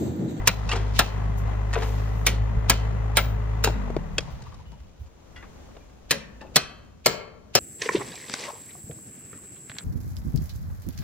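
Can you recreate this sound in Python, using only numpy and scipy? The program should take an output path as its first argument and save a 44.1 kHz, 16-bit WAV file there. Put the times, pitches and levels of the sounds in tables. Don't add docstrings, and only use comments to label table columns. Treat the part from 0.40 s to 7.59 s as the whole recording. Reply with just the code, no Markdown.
import sys
import numpy as np
from scipy import signal
from scipy.fft import rfft, irfft, next_fast_len
from scipy.io import wavfile
from scipy.ndimage import map_coordinates

SR = 44100
rng = np.random.default_rng(int(sys.argv[2]) if len(sys.argv) > 2 else 0)


def file_out(sig):
    cols = np.atleast_2d(sig).T
    lim = np.clip(cols, -1, 1)
    pcm = np.round(lim * 32767).astype(np.int16)
    wavfile.write(sys.argv[1], SR, pcm)


N = 317079


def amp(db):
    return 10 ** (np.asarray(db) / 20)


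def unit(x):
    return x / np.sqrt(np.mean(x ** 2) + 1e-20)


def attack(t, rise_s):
    return 1 - np.exp(-t / rise_s)


def along(points, hz):
    freqs, values = np.transpose(points)
    return np.interp(np.log(hz + 1), np.log(freqs + 1), values)


def automation(points):
    return np.interp(np.arange(N) / SR, *np.transpose(points))


def wobble(rate, size=N):
    knots = rng.standard_normal(int(size * rate / SR) + 4)
    return map_coordinates(knots, [np.arange(size) * rate / SR])


def filtered(x, response):
    n = x.shape[-1]
    padded = next_fast_len(n + 8192)
    return irfft(rfft(x, padded) * response(np.fft.rfftfreq(padded, 1 / SR)), padded)[..., :n]


# frequency in Hz, left-right correlation.
DIRECT = [(100, .9), (1000, .87), (3000, .8), (6000, .85), (8000, .99), (11500, .99), (13500, .93)]
DIFFUSE = [(50, .92), (130, .45), (290, -.1), (1400, .25), (3100, 0), (6900, -.4), (8000, -.999),
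           (11800, -.999), (13000, -.3)]
def noise(spectrum, image, size=N):
    def mid_side_gains(hz):
        angle = np.arccos(np.clip(along(image, hz), -1, 1)) / 2
        return amp(along(spectrum, hz)) * [np.cos(angle), np.sin(angle)]
    mid, side = filtered(rng.standard_normal((2, size)), mid_side_gains)
    return unit(np.array([mid + side, mid - side]))


def add(track, s, sound):
    part = track[:, max(round(s * SR), 0):][:, :sound.shape[-1]]
    part += sound[..., :part.shape[1]]


def ringing(modes, t, detune=0., rough=0.):
    out = np.zeros((2, len(t)))
    for hz, db, t60 in modes:
        steps = np.repeat(rng.normal(size=len(t) // 64 + 1), 64)
        drift = rough * np.cumsum(steps)[:len(t)] / np.sqrt(64 * SR)
        pitch = hz * (1 + detune * rng.normal())
        phase = pitch * t + drift + rng.random() + .08 * rng.normal(size=(2, 1))
        out += amp(db + 2 * rng.normal() - 60 * t / t60) * np.sin(2 * np.pi * phase)
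    return out


# start in seconds, level in dB, thud, knock, crack and spray in dB, crush
# length and block t60 in seconds, clank pitch in Hz and level in dB, bars in dB, nearest bar's pitch in
# Hz and level in dB, head level in dB and t60 in seconds, yard send in dB.
BLOWS = [(0.0729, -17, -4.5, -13, 0.5, 3.5, 0.008, 0.1, 2514, -4, -41, 3970, -24.5, -24, .3, -32),
         (0.5905, -16.5, -8, -13, -1, 2.5, 0.0058, 0.18, 1308, 1.5, -27.5, 2458, -31, -24, 0.36, -31.5),
         (1.865, -21.5, -9, -3.5, 1.5, 7, 0.0052, 0.31, 2295, 6, -31.5, 4310, -21.5, -24, 0.24, -20),
         (2.2964, -17, -6, -3, 0.5, 7, 0.0053, 0.15, 2440, -3, -26, 3040, -18, -27, .24, -23),
         (2.7696, -16, -10.5, -7.5, -4, 7, 0.0028, 0.19, 3730, -5, -38, 3857, -26, -18, 0.35, -22.5),
         (3.2395, -24.5, -3, -0.5, 4.5, 3, 0.0061, 0.19, 2694, 8, -36, 2930, -13.5, -19, 0.28, -15),
         (5.7076, -22.5, -5.5, -6.5, 2, -4, 0.0088, 0.25, 2033, -1.5, -30, 5670, -14.5, -30, .24, -16),
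         (6.1585, -19, -5.5, -2.5, 4.5, 3, 0.0092, .14, 4240, 8, -17.5, 2520, -13, -29, 0.25, -18),
         (6.659, -21.5, -4.5, 9.5, 2.5, 4, 0.0098, 0.17, 4230, 9, -13.5, 2977, -18, -18, 0.27, -12),
         (7.151, -19.5, -0.5, 5, 6.5, 2, 0.0034, 0.09, 5370, 9.5, -9, 5220, -7, -24, .24, -8.5)]
# frequency in Hz, level in dB.
CRUNCH_EQ = [(40, -34), (90, -11.5), (150, 0), (210, -2.5), (300, -10), (430, -6.5), (580, -4.5), (800, -4),
             (1200, -2), (2600, -2.5), (3500, -5.5), (4300, -5), (6000, -9), (7500, -7), (9200, -10.5),
             (11300, -16), (12800, -16), (15300, -19), (16500, -46.5)]
SPRAY_EQ = [(500, -27), (5000, -11), (7200, -3), (8600, 3), (10500, 0), (13000, 0), (15500, -4),
            (16500, -24)]
# pitch in Hz, level in dB, t60 in seconds.
BLOCK_MODES = [(1330, 1, .17), (2035, -1, .13), (2455, 2, .11), (2660, -2, .11), (3075, 0, .11),
               (3720, -4, .11), (3970, -3, .1), (4255, 0, .09), (5230, -1, .08), (5480, -4, .08),
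               (6600, -7, .07)]
CAVITY_MODES = [(474, 1.5, .06), (565, -2, 0.046), (676, -1, 0.049)]
REBAR_MODES = [(1141, -5, .8), (1292, 0, .42), (1545, -9, .6), (1631, -11, .6), (1986, -9, .4),
               (2620, -2, .6), (3120, -5, .62), (4080, -7, .52), (4245, -7, .45), (4425, -2, .55),
               (5235, -7, .35), (5770, -9, .33)]
# pitch in Hz, level in dB, share of the head's t60.
HEAD_MODES = [(7370, 11, .15), (8560, 14, .2), (13400, -9, .45), (14100, -8, .55), (15287, 3, .95)]
def hammer():
    out, t = np.zeros((2, N)), np.arange(int(.9 * SR)) / SR
    for (s, db, thud_db, knock_db, crack_db, spray_db, crush_s, t60, clank_hz, clank_db,
         bars_db, bar_hz, bar_db, head_db, head_t60, yard_db) in BLOWS:
        thud, body, crack = masonry(CRUNCH_EQ, len(t))
        fractures = unit(amp(3 * np.clip(wobble(900, len(t)), -2, 1.5)))
        crush = amp(-60 * np.maximum(t - crush_s, 0) / .028)
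        spall = amp(-9 - 60 * np.maximum(t - .021, 0) / .04)
        blow = body * (np.maximum(crush, spall) + amp(-9.5 - 60 * t / t60))
        blow += amp(-12.5) * ringing(BLOCK_MODES, t, detune=.004, rough=1.5)
        blow *= attack(t, .0012)
        clank = attack(t, .0018) * ringing([(clank_hz, clank_db, .09)], t, rough=5)
        snap = (crush + amp(-4.5 - 60 * t / (.5 * t60))) * attack(t, .0005)
        blow += amp(crack_db) * crack * fractures * snap
        blow += amp(thud_db - 60 * t / (1.21 * t60)) * attack(t, .00059) * thud
        cavity_onset = attack(np.maximum(t - .002, 0), .0008)
        blow += amp(knock_db) * cavity_onset * ringing(CAVITY_MODES, t, rough=4.5)
        bars = amp(bars_db) * ringing(REBAR_MODES, t, detune=.003, rough=3.1)
        bars += ringing([(bar_hz, bar_db, .36)], t, rough=3.4)
        head_modes = [(hz, level, share * head_t60) for hz, level, share in HEAD_MODES]
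        head = amp(head_db) * ringing(head_modes, t, rough=2.8)
        burst = amp(spray_db - 60 * t / .036) * attack(t, .00029)
        spray = burst * fractures * noise(SPRAY_EQ, DIRECT, len(t))
        direct = from_wall(spray + blow + clank + bars + head)
        add(out, s, amp(db) * (direct + amp(yard_db) * yard(blow)))
    return out


def masonry(spectrum, size):
    modes = noise(spectrum, DIRECT, size)
    knots_hz = np.arange(200, 17000, 190)
    resonance_db = 3.5 * np.clip(rng.normal(size=len(knots_hz)), -2, 1.3)
    hollow = filtered(modes, lambda hz: amp(np.interp(hz, knots_hz, resonance_db)))
    lows = filtered(hollow, lambda hz: 1 / (1 + (hz / 700) ** 8))
    lows_and_mids = filtered(hollow, lambda hz: 1 / (1 + (hz / 4000) ** 8))
    return unit(lows), unit(lows_and_mids - lows), unit(hollow - lows_and_mids)


# frequency in Hz, phase lead of the left side in radians.
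LEFT_LEAD = [(100, 0), (1000, 0), (1700, -.3), (2500, .7), (3500, 1.1), (4800, 2.1), (6000, 1.9),
             (8000, 2.9), (10500, 3.2), (12500, 3.8), (14000, 4.6), (16000, 5.2)]
def from_wall(x):
    return filtered(x, lambda hz: np.exp(.5j * along(LEFT_LEAD, hz) * np.array([[1], [-1]])))


# frequency in Hz, t60 in seconds.
YARD_DECAY = [(100, 1), (500, 0.84), (1500, 0.76), (4500, 0.33), (7300, 0.3), (9500, 0.26), (11800, .17),
              (13500, 0.13)]
def yard(x):
    hz, t, bands = signal.stft(noise([(1000, 0)], DIFFUSE, x.shape[1]), SR, nperseg=256)
    tail = signal.istft(bands * amp(-60 * t / along(YARD_DECAY, hz)[:, None]), SR, nperseg=256)[1]
    return signal.fftconvolve(x, tail / np.linalg.norm(tail[0]), axes=1)[:, :x.shape[1]]


# start in seconds, level, thud and crack in dB, t60 in seconds.
PIECES = [(0.2895, -30.5, -23, -4, 0.11), (0.314, -26, -10, -2, 0.036), (0.321, -28.5, -8, -14, 0.18),
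          (0.327, -32, -8, 1, 0.05), (0.354, -32.5, -10, -11, 0.14), (0.36, -34.5, -6, 2, 0.052),
          (0.366, -40, 0.5, -16, 0.46), (1.33, -29.5, -8, -4, 0.045), (1.335, -27.5, -12, -5, 0.038),
          (1.34, -33, -13, -2, 0.054), (1.354, -28.5, -5, -22, 0.12), (1.359, -41, 8, -19.5, 0.09),
          (1.378, -37.5, -7, -18, 0.52), (1.42, -34.5, -12.5, -9, 0.19), (1.429, -34, -7, -7.5, 0.07),
          (3.272, -26.5, 5.5, -11, 0.091), (3.284, -36, 9, -15, 0.082), (3.502, -42.5, 19.5, -7, 0.03),
          (3.565, -30, 17.5, -10, 0.024), (3.782, -20.5, -2, 7.5, 0.022), (3.786, -23, 5.5, -13, 0.023),
          (3.805, -36.5, -8, 0, 0.031), (4.021, -46.5, -8.5, 4, 0.028), (4.038, -56, -7.5, 7, 0.029),
          (4.061, -59, -10, -4, 0.029), (4.121, -56, -6.5, -10, .04), (4.142, -51, -20.5, 0, 0.041),
          (4.318, -53, -13, 1, 0.031), (4.401, -55.5, -9.5, -6, 0.05), (4.661, -58, -9, -3.5, 0.11),
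          (4.962, -52, -14.5, -2, 0.13), (5.025, -44.5, -12, -28, 0.14), (5.258, -57, -7, -5, 0.045),
          (5.311, -54.5, 5.5, -20, 0.05), (5.351, -55.5, 0, -6.5, 0.062), (5.366, -48.5, 7, -8.5, 0.058),
          (5.497, -56.5, -13, -7, 0.041), (6.012, -49, 6.5, -1.5, 0.083), (6.03, -62, 14, -30, 0.58)]
# frequency in Hz, level in dB.
STONE_EQ = [(40, -23.5), (150, 2.5), (280, 11), (420, 13.5), (620, 14), (1000, 10.5), (2800, 2.5),
            (6000, -8.5), (8000, -9.5), (10000, -25.5), (14000, -30), (16500, -43)]
# start in seconds, level in dB, pitch in Hz, t60 in seconds.
CLINKS = [(0.29, -36, 2650, 0.16), (.3165, -21, 2900, 0.02), (.321, -27.5, 3180, 0.055),
          (1.335, -30, 1834, 0.094), (1.354, -30, 2520, 0.045), (3.782, -15.5, 2580, 0.025),
          (3.781, -24, 3310, 0.045), (4.96, -47.5, 1997, 0.28), (4.961, -52.5, 3360, 0.11),
          (4.964, -53.5, 1480, 0.39), (5.024, -56, 1920, 0.1), (5.405, -65, 2380, 0.23),
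          (6.008, -50, 2710, 0.086), (6.009, -48.5, 1770, 0.13), (6.018, -47.5, 845, 0.26),
          (6.067, -56, 2630, 0.071)]
# multiple of the pitch, level in dB.
SHARD_PARTIALS = [(0.7, -5), (0.993, 3.5), (1.403, -6), (1.69, -14.5)]
# start in seconds, level in dB.
BED_HITS = [(0.331, -28.5), (1.357, -22.5), (6.666, -31)]
# pitch in Hz, level in dB, t60 in seconds.
BED_MODES = [(395, -9, 0.45), (455, 3, 0.17), (441, -8.5, .85), (515, -15, .6), (616, -16.5, 0.24),
             (695, -6, 0.2), (978, -7, .17)]
def rubble():
    out, t = np.zeros((2, N)), np.arange(int(.7 * SR)) / SR
    for s, db, thud_db, crack_db, t60 in PIECES:
        thud, body, crack = masonry(STONE_EQ, len(t))
        knock = amp(thud_db) * thud + body + amp(crack_db) * crack
        knock *= amp(-60 * t / t60) * attack(t, .00067)
        knock *= amp(2.8 * np.clip(wobble(350, len(t)), -2, 1.5) * (t > .003))
        add(out, s, amp(db) * (from_wall(knock) + amp(-25) * yard(knock)))
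    for s, db, hz, t60 in CLINKS:
        modes = [(k * hz, level, t60) for k, level in SHARD_PARTIALS]
        add(out, s, amp(db) * ringing(modes, t, rough=3) * attack(t, .0007))
    for s, db in BED_HITS:
        add(out, s, amp(db) * ringing(BED_MODES, t, rough=1) * attack(t, .0031))
    return out


# time in seconds, firing rate in Hz.
IDLE_RATE = [(0.0, 49.1), (0.08, 51.64), (0.28, 51.63), (0.39, 50.72), (1.5, 51.33), (1.8, 53),
             (2.08, 53.04), (3.25, 52.89)]
# multiple of the firing rate, level in dB against the second order.
OVERTONES = [(3, -15.5), (4, -19.5), (5, -19.5), (8, -18.5)]
# centre in seconds, change in dB,
# half width in seconds.
WAVERS = [(.13, -7.5, 0.13), (.69, -5.5, 0.091), (2.02, 3.5, 0.029), (2.18, 10.5, 0.011)]
# frequency in Hz, level in dB.
RUMBLE_EQ = [(20, -18.5), (45, 1.5), (75, 2), (130, 1.5), (200, -1.5), (300, -24), (500, -17), (1500, -60)]
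CLATTER_EQ = [(150, -19.5), (250, 0.5), (310, -8), (380, -5.5), (420, -2), (470, -5.5), (600, -5),
              (1000, -4.5), (1600, -13.5), (1900, -12), (2030, -9), (2170, -20), (2400, -18), (4900, -32.5),
              (7000, -30.5), (9000, -37), (11500, -39), (13200, -42.5), (15000, -42.5), (16400, -58)]
HISS_EQ = [(3000, -20), (6500, 0), (8500, -1), (11500, -2), (13300, 0), (15300, -3), (16200, -22)]
def engine(fuel_cut_s=3.34, friction_hz_per_s=39, burn_out_t60=.03):
    t = np.arange(N) / SR
    idle = automation(IDLE_RATE)
    coasting_s = np.maximum(t - fuel_cut_s, 0)
    rate = np.maximum(idle - friction_hz_per_s * coasting_s, 0)
    speed = rate / idle
    burning = amp(-60 * coasting_s / burn_out_t60)
    phase = 2 * np.pi * np.cumsum(rate) / SR + .073 * wobble(25)
    order = lambda k: np.sin(k * phase + 2 * np.pi * rng.random((2, 1)))
    upper = np.sin(2 * phase + .15 * np.array([[1], [-1]])) * amp(.82 * wobble(11))
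    upper += sum(amp(db + .69 * wobble(5.8)) * order(k) for k, db in OVERTONES)
    waver_db = sum(db * np.exp(-((t - s) / width) ** 2) for s, db, width in WAVERS) + .5 * wobble(24)
    fundamental = amp(-26.5 + waver_db) * speed ** 4.7 * np.sin(phase)
    hum = fundamental + amp(-30 + .75 * waver_db) * burning * upper
    firing = amp(speed * (2 * np.cos(phase) + .45 * wobble(40)) + .78 * wobble(8.8))
    clatter = amp(-40.5) * speed ** 1.98 * firing * noise(CLATTER_EQ, DIFFUSE)
    rumble = amp(-37.5 + 2.6 * wobble(15)) * speed ** .99 * noise(RUMBLE_EQ, DIFFUSE)
    hiss = amp(-74) * speed ** .57 * noise(HISS_EQ, DIFFUSE)
    pumping = unit(sum(amp(2 * wobble(12)) * order(k) for k in (2, 3, 3.5, 4, 5)))
    pumping *= amp(-33.5) * (1 - burning) * speed ** 1.5
    return np.sqrt(2) * hum + clatter + rumble + hiss + pumping


# start in seconds, level in dB.
SHUDDERS = [(3.724, -34), (3.903, -34), (4.049, -43), (4.261, -41.5), (4.39, -43), (4.589, -37),
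            (4.648, -51.5), (4.948, -58)]
# start in seconds, level in dB, pitch in Hz.
PUFFS = [(3.872, -49, 1000), (4.003, -52.5, 900), (4.058, -50, 1130), (4.117, -50, 1150),
         (4.19, -54.5, 980), (4.322, -54, 950)]
# start in seconds, level in dB, pitch in Hz, t60 in seconds.
PANEL = (4.255, -57.5, 2950, .8)
def shudders():
    out, t = np.zeros((2, N)), np.arange(SR // 2) / SR
    swell = lambda rise_s: t / rise_s * np.exp(1 - t / rise_s)
    thump_eq = [(25, -40), (55, 5.5), (75, 3), (115, -7.5), (200, -46), (600, -50)]
    for s, db in SHUDDERS:
        add(out, s, amp(db) * swell(.023) * noise(thump_eq, DIFFUSE, len(t)))
    for s, db, hz in PUFFS:
        puff_eq = [(400, -30), (.75 * hz, -4), (hz, 7), (1.25 * hz, -14), (2500, -20), (8000, -44)]
        add(out, s, amp(db) * swell(.0097) * noise(puff_eq, DIRECT, len(t)))
    s, db, hz, t60 = PANEL
    add(out, s, ringing([(hz, db, t60)], t, rough=3.6))
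    return out


# peak time in seconds, level in dB, rise and t60 in seconds.
GRIT_SLIDES = [(.34, -47.5, 0.11, 1.4), (.57, -38, 0.028, 0.38), (1.46, -48.5, 0.13, 1.5),
               (3.8, -53.5, .01, 2.4)]
DUST_SLIDES = [(.985, -49.5, 0.012, 0.16), (1.49, -50.5, 0.14, 1.2), (1.82, -58, 0.094, 0.76)]
def grit(trickle_db=-73.5):
    shed_by_blows = [(s, db - 15.5, .0098, .34) for s, db, *_ in BLOWS]
    flow = np.hypot(surges(list(GRIT_SLIDES) + shed_by_blows), amp(trickle_db))
    grains = unit(amp(2.4 * wobble(420) + 1.4 * wobble(45)))
    sand = noise([(800, -15.5), (2500, 9), (4000, 6.5), (6800, 2), (9000, -4), (11500, -11),
                  (13500, -15.5), (16000, -18)], DIFFUSE)
    dust = surges(DUST_SLIDES) * amp(1.4 * wobble(10)) * noise(HISS_EQ, DIFFUSE)
    return flow * grains * sand + dust


def surges(rows):
    t = np.arange(N) / SR
    flows = [amp(db - 60 * np.maximum(t - s, 0) / t60) * np.exp(-(np.minimum(t - s, 0) / rise) ** 2)
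             for s, db, rise, t60 in rows]
    return np.linalg.norm(flows, axis=0)


def crumbs(per_second=8, t60=.03):
    out, t = np.zeros((2, N)), np.arange(SR // 20) / SR
    count = int(per_second * N / SR)
    for when, size, brightness in zip(rng.random(count), rng.normal(size=count), rng.random(count)):
        hz = 1800 * 2 ** (1.5 * brightness)
        tick = noise([(400, -14), (hz, 0), (2 * hz, -7), (16000, -22)], DIRECT, len(t))
        add(out, when * N / SR, amp(-65 + 2.5 * size - 60 * t / t60) * tick)
    return from_wall(out)


# frequency in Hz, level in dB.
AIR_EQ = [(20, -4.5), (60, 7), (120, -2.5), (250, -5), (500, -9), (1000, -16), (2000, -23.5), (4800, -29.5),
          (6800, -26.5), (9500, -34), (13500, -37.5), (16000, -43.5)]
# time in seconds, level in dB.
RUMBLE_SWELL = [(5.3, -75), (5.85, -49.5), (6.4, -53)]
def outdoors():
    rush = amp(-52 + 2.2 * wobble(2.5) + .55 * wobble(6.7)) * noise(AIR_EQ, DIFFUSE)
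    swell_eq = [(30, -17), (75, 7), (130, -8), (200, 0), (320, -13), (900, -50)]
    swell = amp(automation(RUMBLE_SWELL)) * noise(swell_eq, DIFFUSE)
    hiss = amp(-91.5 + 1.4 * wobble(20)) * noise(HISS_EQ, DIFFUSE)
    return rush + swell + hiss


def scene():
    return hammer() + rubble() + grit() + engine() + shudders() + outdoors() + crumbs()


# frequency in Hz, left minus right in dB.
BALANCE = [(60, 0.5), (200, 2.5), (350, 3.5), (600, 10), (1100, 8), (1800, 2), (3000, -1), (8000, -0.5)]
def record(dry):
    tilt = lambda hz: amp(along(BALANCE, hz) / 2 * np.array([[1], [-1]]))
    coloured = filtered(dry, lambda hz: tilt(hz) / tilt(hz).mean(axis=0))
    return filtered(np.clip(coloured, -1, 1), lambda hz: 1 / (1 + (hz / 16450) ** 120))


dry = scene()
out = record(dry)
file_out(out)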